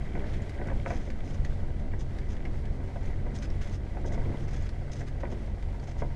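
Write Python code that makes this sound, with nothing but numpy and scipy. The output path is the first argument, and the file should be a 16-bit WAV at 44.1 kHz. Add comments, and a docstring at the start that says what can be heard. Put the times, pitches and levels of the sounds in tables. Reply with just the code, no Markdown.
"""Tank cars roll slowly over a steel truss bridge: their wheels roar, and their couplers and
running gear clank, rattle and tick. The wheels also crunch, scuff and rasp on the rail, and the
bridge rumbles as it heaves under the load. We listen from a vehicle on the dirt road below:
its idling engine hums, and its cabin dulls and colours the sound."""
import sys
import numpy as np
from scipy import signal
from scipy.fft import rfft, irfft
from scipy.io import wavfile

SR = 44100
rng = np.random.default_rng(int(sys.argv[2]) if len(sys.argv) > 2 else 0)


def digitize_waveform(pressure):
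    """Quantize a signal to 16-bit integers and store it at the path in sys.argv[1].

    Rows of a 2-D input are taken as channels; values are limited to [-1, 1].
    """
    field = np.atleast_2d(pressure).T
    bounded = np.clip(field, -1, 1)
    quanta = np.round(bounded * 32767).astype(np.int16)
    wavfile.write(sys.argv[1], SR, quanta)


N = 271215
TIME = np.arange(N) / SR

def from_db(db):
    """Turn decibels (dB) into a number to multiply by."""
    return 10 ** (np.asarray(db) / 20)

def rms_one(x):
    """Scale a signal so that its average size (rms) is 1."""
    return x / np.sqrt(np.mean(x ** 2) + 1e-20)

def in_time(rows):
    """Join rows that start with a time by straight lines: one curve for each further column."""
    times, *columns = np.transpose(rows)
    return [np.interp(TIME, times, column) for column in columns]

def drift(rate_hz):
    """A smooth random wobble of size about 1; a higher rate wobbles faster."""
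    step, warm_up = 40, 2000
    r = np.exp(-2 * np.pi * rate_hz * step / SR)
    chance = rng.standard_normal(N // step + warm_up + 2)
    slow = signal.lfilter([1], [1, -2 * r, r * r], chance)[warm_up:]
    return np.interp(np.arange(N) / step, np.arange(len(slow)), rms_one(slow))

def noise(colour):
    """Noise of size 1, shaped by rows of (Hz, dB) and fading beyond the first and last."""
    hz, db = np.transpose(colour)
    f = np.maximum(np.arange(N // 2 + 1) * SR / N, 1)
    skirts = np.minimum(f / hz[0], 1) ** 2 * np.minimum(hz[-1] / f, 1) ** 2
    gain = from_db(np.interp(np.log(f), np.log(hz), db)) * skirts
    return rms_one(irfft(rfft(rng.standard_normal(N)) * gain, N))

def resonate(x, hz, width_hz):
    """Keep the band around one pitch by filtering twice; the result has size 1."""
    r = np.exp(-np.pi * width_hz / SR)
    b = np.array([1, 0, -1]) * (1 - r * r) / 2
    a = [1, -2 * r * np.cos(2 * np.pi * hz / SR), r * r]
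    return rms_one(signal.lfilter(b, a, signal.lfilter(b, a, x)))

def singing(hz, width_hz):
    """A wavering tone: a resonance kept going by random pushes."""
    return resonate(rng.standard_normal(N), hz, width_hz * 2)

def ring(force, hz, t60):
    """Each click starts a tone. Its ring time, t60, is the seconds it takes to fade by 60 dB."""
    r, w = from_db(-60 / (t60 * SR)), 2 * np.pi * hz / SR
    return signal.lfilter([0, np.sin(w)], [1, -2 * r * np.cos(w), r * r], force + 1e-18)

def dying(start, t60, attack_s=0.0014):
    """A loudness curve that jumps up and dies away within a quarter second."""
    out, at, age = np.zeros(N + SR), int(start * SR), np.arange(SR // 4) / SR
    out[at:at + len(age)] = np.minimum(age / attack_s, 1) * from_db(-60 * age / t60)
    return out[:N]

def held(start, length, edge_s):
    """A loudness curve that rises, holds and falls."""
    return np.clip(np.minimum(TIME - start, start + length - TIME) / edge_s + .5, 0, 1)

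def grains(per_s, spread_db, t60):
    """A crunchy loudness curve: many short bursts of uneven size."""
    sizes = from_db(spread_db * np.minimum(rng.exponential(1, N), 3))
    clicks = (rng.random(N) < per_s / SR) * sizes
    r = from_db(-60 / (t60 * SR))
    return rms_one(signal.lfilter([1], [1, -r], clicks + 1e-18))

def knocks(tones, per_s, spread_db):
    """Knocks at random times, each ringing its own mix of the given tones."""
    at = np.flatnonzero(rng.random(N) < per_s / SR)
    sizes = from_db(spread_db * np.minimum(rng.exponential(1, len(at)), 3))
    out = np.zeros(N)
    for hz, db, t60 in tones:
        force = np.zeros(N)
        force[at] = sizes * rng.standard_normal(len(at))
        out += from_db(db) * ring(force, hz, t60)
    return rms_one(out)

def add_echoes(x, wet_db, t60):
    """Add a crowd of quick echoes from the girders and the cabin."""
    age = np.arange(SR // 4) / SR
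    echoes = rng.standard_normal(len(age)) * from_db(-60 * age / t60) * (age > .004)
    return x + from_db(wet_db) * signal.fftconvolve(x, echoes / np.linalg.norm(echoes))[:N]

# The tones of the engine's hum. Each row: multiple of the cycle rate, relative level in dB.
ENGINE_TONES = [(5, -44), (6, -51), (8, -42), (9, -45.5), (11, -47.5), (12, -45), (13, -48), (14, -57),
                (15, -50), (16, -42), (17, -48.5), (18, -53), (21, -52), (24, -46), (38, -54.5)]

def engine(cycle_hz=5.56, wander=0.00486, uneven_db=2.5, throb_db=2.0, gain_db=-0.5):
    """The idling engine wanders in speed and fires unevenly; one cycle is two turns of the crank."""
    cycles = np.cumsum(cycle_hz * (1 + wander * drift(0.9))) / SR
    hum = np.zeros(N)
    for multiple, db in ENGINE_TONES:
        phase = 2 * np.pi * (multiple * cycles + rng.random())
        hum += from_db(db + uneven_db * drift(1.78)) * np.sqrt(2) * np.sin(phase)
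    return from_db(gain_db + throb_db * drift(14.0)) * hum

# The colour of the bridge's rumble. Each row: frequency in Hz, relative level in dB.
RUMBLE_COLOUR = [(10, 2), (16, 4.5), (25, -0.5), (40, -6), (65, -9), (78, -17), (97, -9), (115, -19),
                 (160, -24), (300, -39)]
# The rumble between heaves. Each row: time in seconds, level in dB.
RUMBLE_LEVEL = [(0, -32.5), (4.7, -33.5), (5.7, -44), (6.15, -28.5)]
# The bridge heaves under a load. Each row: time of the peak in seconds, rise in dB.
HEAVES = [(.78, 3.5), (1.42, 7), (2.22, 4.5), (2.52, 7.5), (3.16, 7.5), (3.58, 2.5), (4.22, 7)]

def bridge_rumble(heave_width_s=0.096, throb_db=0.5):
    """The bridge rumbles deeply, throbbing unevenly and swelling with each heave."""
    swell_db = sum(db * np.exp(-((TIME - s) / heave_width_s) ** 2) for s, db in HEAVES)
    level_db = in_time(RUMBLE_LEVEL)[0] + swell_db + throb_db * drift(12.4)
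    return from_db(level_db) * noise(RUMBLE_COLOUR)

# The tones of rattling and clanking steel. Each row: pitch in Hz, relative level in dB,
# ring time in seconds.
STEEL_TONES = [(255, -16, 0.12), (363, -9, 0.058), (435, -8.5, 0.06), (506, -3.5, 0.013), (579, -3, 0.07),
               (692, 0, 0.041), (763, -8, 0.11), (919, -5, 0.052), (966, -11.5, 0.079), (1190, -32, 0.071),
               (1520, -8.5, 0.035), (1608, -12.5, 0.04), (1680, -8, 0.017), (2013, -5, 0.026),
               (2215, -7, 0.013)]
# A set of wheels shakes over a rough stretch. Each row: start in seconds, length in seconds,
# relative level of the rattle in dB.
SHAKES = [(0.145, 0.15, -47), (0.556, 0.14, -41), (0.92, 0.06, -47), (4.024, 0.34, -42)]
SHAKE_EDGE_S = 0.018

def rattle(gain_db=-7.0, rise_db_per_s=0.5):
    """Loose gear knocks about quietly, growing slowly louder, with a burst on each shake."""
    quiet = from_db(-51 + rise_db_per_s * TIME)
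    bursts = sum(np.maximum(from_db(db) - quiet, 0) * held(start, length, SHAKE_EDGE_S)
                 for start, length, db in SHAKES)
    return from_db(gain_db) * (quiet + bursts) * knocks(STEEL_TONES, per_s=170, spread_db=3.5)

# How the rolling rises and falls. Each row: time in seconds, strength of the roar in dB,
# strength of the rail's ring in dB.
ROLLING_STRENGTH = [(0.0, -43, -53), (0.67, -42.5, -53.5), (1.25, -44.5, -55), (1.93, -45, -58.5),
                    (3.95, -44, -57), (4.1, -41.5, -59.5), (4.36, -42.5, -54), (4.55, -46.5, -58),
                    (5.72, -48, -59), (6.15, -47, -63.5)]

def rolling_swing():
    """How far the two strengths are above their averages in dB; each sound scales this swing."""
    return [curve - curve.mean() for curve in in_time(ROLLING_STRENGTH)]

# The tones of grit under the wheels. Each row: pitch in Hz, relative level in dB, ring time in seconds.
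GRIT_TONES = [(1570, 0, 0.027), (1820, 2, 0.0067), (2000, -4, 0.045), (2270, 0.5, 0.023), (3200, 1, 0.0083)]

def grit(level_db=-65.5, growth=1.7):
    """Rough wheels crunch on the rail; the crunch grows faster than the rail's ring."""
    _, rail_swing = rolling_swing()
    return from_db(level_db + growth * rail_swing) * knocks(GRIT_TONES, per_s=110, spread_db=2.0)

# Gritty rasps, likely wheels slipping on the rail. Each row: start in seconds, length in seconds,
# level in dB, pitch in Hz.
RASPS = [(.01, 0.1, -55, 2020), (0.208, 0.074, -56, 1670), (0.347, 0.085, -57.5, 2040),
         (.52, .09, -59, 1990), (0.933, 0.023, -50, 2080), (2.63, 0.084, -63.5, 1800),
         (3.05, 0.092, -60, 1980), (3.24, 0.13, -61, 2090), (4.14, 0.016, -53, 2100),
         (4.54, .03, -60, 1950)]

def rasps(width_hz=420, edge_s=0.02):
    """Steel sticks and slips in uneven bursts, ringing at a different pitch in each rasp."""
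    slips = rng.standard_normal(N) * grains(per_s=190, spread_db=6.0, t60=0.019)
    return sum(from_db(db) * held(start, length, edge_s) * resonate(slips, hz, width_hz)
               for start, length, db, hz in RASPS)

# Dry scuffs, likely wheel rims brushing the rail. Each row: start in seconds, length in seconds,
# relative level in dB, extra level for the scrape in dB.
SCUFFS = [(0.257, 0.13, -65, 10.5), (0.865, 0.12, -55.5, 4.5), (0.997, 0.11, -62, -2),
          (1.236, 0.073, -59.5, -4), (1.334, 0.026, -57.5, -4), (1.79, 0.027, -61, 4),
          (1.991, 0.038, -53.5, -6.5), (2.281, 0.073, -58, -1), (3.001, 0.12, -66, 6),
          (3.345, 0.044, -52, -5), (3.422, 0.035, -53.5, 2.5), (3.611, 0.068, -55.5, 5.5),
          (3.686, 0.074, -60, -1), (4.058, 0.032, -52.5, -17), (4.119, 0.031, -52, -19),
          (4.376, 0.085, -64, -6), (4.475, 0.061, -59.5, 4), (4.536, 0.046, -55.5, 1.5),
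          (4.587, 0.087, -60, 5), (4.915, 0.027, -51, -13), (4.954, 0.07, -55, -2.5),
          (5.071, 0.015, -53.5, 6), (5.202, 0.016, -60, 9), (5.304, 0.029, -53.5, 5),
          (5.825, 0.019, -51.5, -12), (5.871, 0.052, -59, 2), (5.973, 0.043, -54, 1.5)]
# The colours of a scuff's hiss and scrape. Each row: frequency in Hz, relative level in dB.
HISS_COLOUR = [(3500, 7), (4600, -0.5), (5100, 10), (6400, -1), (7300, -0.5), (8800, -6.5), (11500, -22)]
SCRAPE_COLOUR = [(1200, 8.5), (2000, 13.5), (2700, 4), (3400, 1.5), (4300, 1), (5500, -8)]
# The wheel's tones in the hiss. Each row: pitch in Hz, width in Hz, level against the hiss in dB.
WHEEL_TONES = [(5010, 58, -13.5), (5890, 99, -9), (6310, 330, -4.5), (6900, 54, -14.5)]

def scuffs(hiss_gain_db=-6.0, scrape_gain_db=-2.0, edge_s=0.014):
    """Brief rubs make a grainy hiss with faint wheel tones, over a coarser scrape."""
    hiss_gain, scrape_gain = np.zeros((2, N))
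    for start, length, db, extra_db in SCUFFS:
        contact = held(start, length, edge_s)
        hiss_gain += from_db(db + hiss_gain_db) * contact
        scrape_gain += from_db(db + extra_db + scrape_gain_db) * contact
    hiss = noise(HISS_COLOUR) + sum(from_db(db) * singing(hz, width) for hz, width, db in WHEEL_TONES)
    rub = hiss_gain * hiss + scrape_gain * noise(SCRAPE_COLOUR)
    return rub * grains(per_s=600, spread_db=3.0, t60=0.024)

# Sharp ticks. Each row: start in seconds, relative level of the crack in dB, pitch of the ping in Hz,
# relative level of the ping in dB.
TICKS = [(.419, -44, 6960, -51), (0.494, -35.5, 4270, -42), (0.671, -37.5, 3170, -58),
         (1.102, -35.5, 1880, -38), (1.448, -31.5, 1930, -37), (2.185, -39, 3830, -44),
         (2.366, -42, 2200, -45), (2.452, -41, 2150, -29), (2.654, -40, 2000, -47),
         (3.501, -42.5, 5460, -46), (4.622, -43, 6660, -47), (4.69, -36, 4320, -54),
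         (5.625, -40.5, 2400, -48), (5.797, -46, 4470, -49)]
# The colour of the crack. Each row: frequency in Hz, relative level in dB.
CRACK_COLOUR = [(900, -2), (1900, 18.5), (2800, 3.5), (4200, 7), (6500, 0.5), (9000, -8.5), (11500, -12)]

def ticks(crack_gain_db=-5.0, rough_db=-4.5, clear_db=-10.0, crack_t60=0.028, ping_t60=0.023):
    """Steel taps steel: a short crack, and a ping that is partly rough and partly clear."""
    crack, chatter, out = noise(CRACK_COLOUR), rng.standard_normal(N), np.zeros(N)
    for start, crack_db, hz, ping_db in TICKS:
        dull_hz = min(3.5 * hz, SR / 3)   # big, low-pitched parts give a duller crack
        dulled = rms_one(signal.lfilter(*signal.butter(1, dull_hz, fs=SR), crack))
        rough = from_db(rough_db) * resonate(chatter, hz, width_hz=620)
        clear = from_db(clear_db) * np.sin(2 * np.pi * hz * (TIME - start))
        out += from_db(crack_db + crack_gain_db) * dying(start, crack_t60) * dulled
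        out += from_db(ping_db) * dying(start, ping_t60) * (rough + clear)
    return out

# The colour of the wheels' roar. Each row: frequency in Hz, relative level in dB.
ROAR_COLOUR = [(110, -3.5), (170, 1), (260, -2.5), (400, -3.5), (560, -8.5), (740, -11), (950, -20),
               (1250, -21), (2100, -28), (2700, -29), (4300, -33), (6300, -37.5), (8500, -42.5),
               (11500, -50)]
# Booms and rings stirred up by the rolling. Each row: pitch in Hz, width in Hz, relative level in dB.
ROLLING_TONES = [(135.7, 9.2, -49.5), (206.3, 10.3, -52), (257.3, 7.7, -55), (330.8, 21.5, -58.5),
                 (580.6, 27, -61), (1574, 51, -77.5), (1990, 176, -65.5)]

def rolling_wheels(split_hz=1200, shake_db=2, flutter_db=1.48, rail_flutter_db=1.12):
    """Wheels roar on the bridge, with the cabin booming low down and the rail ringing higher up."""
    roar = from_db(-45.5) * noise(ROAR_COLOUR)
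    for hz, width, db in ROLLING_TONES:
        roar += from_db(db) * singing(hz, width)
    low = signal.sosfilt(signal.butter(1, split_hz, fs=SR, output="sos"), roar)
    roar_swing, rail_swing = rolling_swing()
    shaken = sum(held(start, length, SHAKE_EDGE_S) for start, length, _ in SHAKES)
    low_db = 0.54 * roar_swing + shake_db * shaken + flutter_db * drift(7.0)
    rail_db = 1.3 + 0.38 * rail_swing + rail_flutter_db * drift(7.5)
    return from_db(low_db) * low + from_db(rail_db) * (roar - low)

# The colour of the cabin's thump. Each row: frequency in Hz, relative level in dB.
THUMP_COLOUR = [(230, -3.5), (310, 3.5), (480, -1.5), (600, -3), (800, -29)]

def cabin_thumps(blows, gain_db=-2.5, t60=0.16, attack_s=0.005):
    """The cabin panels answer each blow with a low thump that rises and fades more slowly."""
    power = sum((from_db(db + thump_db) * dying(start, t60, attack_s)) ** 2
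                for start, db, _, _, thump_db in blows)
    return from_db(gain_db) * np.sqrt(power) * noise(THUMP_COLOUR)

# The colour of the thud that opens each clank. Each row: frequency in Hz, relative level in dB.
THUD_COLOUR = [(200, -15), (420, -0.5), (600, 10.5), (930, -1), (1150, -7), (1550, -10), (2100, -9.5),
               (2800, -19)]

def thuds(blows, low_db=-8.5, high_db=-4.5, split_hz=1000, low_t60=0.065, high_t60=0.022):
    """A blow stirs a crowd of short tones; hard, bright blows stir more high ones, which die first."""
    crowd = noise(THUD_COLOUR)
    low = signal.sosfiltfilt(signal.butter(2, split_hz, fs=SR, output="sos"), crowd)
    low_gain, high_gain = np.zeros((2, N))
    for start, db, bright_db, *_ in blows:
        lift_db = 0.29 * (bright_db + 7.0)
        low_gain += from_db(db + low_db) * dying(start, low_t60)
        high_gain += from_db(db + high_db + lift_db) * dying(start, high_t60)
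    return low_gain * low + high_gain * (crowd - low)

def steel_ring(blows, gain_db=-11.0, vary_db=1.0, detune=0.023, bounce_s=0.02, bounce_db=-26.0):
    """Each blow rings a slightly different steel part, then bounces once, faintly."""
    bright_hz, usual_bright_db = 1300, -14.5
    favour_db, favour_octaves = 5, 0.25
    attack_s, smear_s = 0.0007, 0.00131
    hz, tone_db, t60 = np.transpose(STEEL_TONES)[:, :, None]
    highness = 1 / (1 + (bright_hz / hz) ** 6)   # 0 for low tones, 1 for high ones
    t, out = np.arange(SR // 4) / SR, np.zeros(N + SR)
    for start, db, bright_db, favoured_hz, _ in blows:
        strength, pitch = rng.standard_normal((2, len(hz), 1))
        age = np.maximum(t - smear_s * rng.random(hz.shape), 0)   # each tone arrives by its own path
        boost_db = favour_db * np.exp(-(np.log2(hz / favoured_hz) / favour_octaves) ** 2)
        lift_db = highness * (bright_db - usual_bright_db)
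        gain = from_db(db + tone_db + boost_db + lift_db + vary_db * strength)
        fade = np.minimum(age / attack_s, 1) * from_db(-60 * age / t60)
        blow = np.sum(gain * fade * np.sin(2 * np.pi * hz * (1 + detune * pitch) * age), axis=0)
        for delay, hit_db in ((0, 0), (bounce_s * (.5 + rng.random()), bounce_db)):
            at = int((start + delay) * SR)
            out[at:at + len(t)] += from_db(hit_db) * blow
    return from_db(gain_db) * out[:N]

# Heavy blows of couplers and running gear. Each row: start in seconds, relative level in dB,
# brightness in dB, pitch the struck part favours in Hz, extra level for the thump in dB.
BLOWS = [(.152, -35.5, 0.5, 262, 0), (.164, -37.5, -4, 544, -2), (.598, -33, -13, 280, -6),
         (.614, -27.5, -10.5, 640, -14), (.66, -36, -16, 700, -8), (.684, -31.5, -3.5, 300, -10),
         (.699, -31, -6, 916, -14), (.714, -27, -20, 916, -9.5), (.860, -22, -8, 740, -14.5),
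         (.881, -29, -32, 580, -12), (.904, -24.5, -6.5, 760, -14), (.916, -29, -25, 950, -8),
         (1.074, -37, -29, 377, 2.5), (1.935, -35.5, -3.5, 950, -6), (2.778, -41.5, -28, 262, -2),
         (2.794, -45, -20, 358, -11), (2.816, -38, -15, 400, -5), (2.958, -28.5, -17, 745, -17),
         (3.264, -34, -16, 340, -11), (3.969, -31, -12.5, 730, -15), (4.048, -28.5, -33, 380, -8),
         (4.106, -33, -22, 300, -2), (4.134, -36, -14, 544, -10), (4.177, -32, -12, 300, -5),
         (4.338, -33.5, -18, 470, -6), (4.819, -40, -10, 581, -12), (5.013, -35.5, -0.5, 370, -7),
         (5.160, -40, -20, 431, -12), (5.207, -39, -13, 377, -13), (5.232, -21, -20, 940, -12.5),
         (5.253, -40, 2.5, 800, -4), (5.321, -30.5, -30, 596, -5.5), (6.020, -20, -18, 940, -13.5),
         (6.041, -36, -32, 480, -5)]

def clanks(dull_hz=2750):
    """Each heavy blow makes a ring, a thud and a thump, all dulled by the cabin."""
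    struck = steel_ring(BLOWS) + thuds(BLOWS) + cabin_thumps(BLOWS)
    return signal.sosfilt(signal.butter(5, dull_hz, fs=SR, output="sos"), struck)

def scene():
    """The engine, the bridge and the train, mixed into one channel."""
    contacts = add_echoes(clanks() + ticks() + scuffs() + rasps(), wet_db=-6.0, t60=0.083)
    return (engine() + bridge_rumble() + rolling_wheels() + rattle() + grit() + contacts)[None]

def record(dry):
    """Cut away the highest treble steeply, above 11900 Hz."""
    return signal.sosfilt(signal.ellip(12, .1, 90, 11900, fs=SR, output="sos"), dry)

dry = scene()
out = record(dry)
digitize_waveform(out)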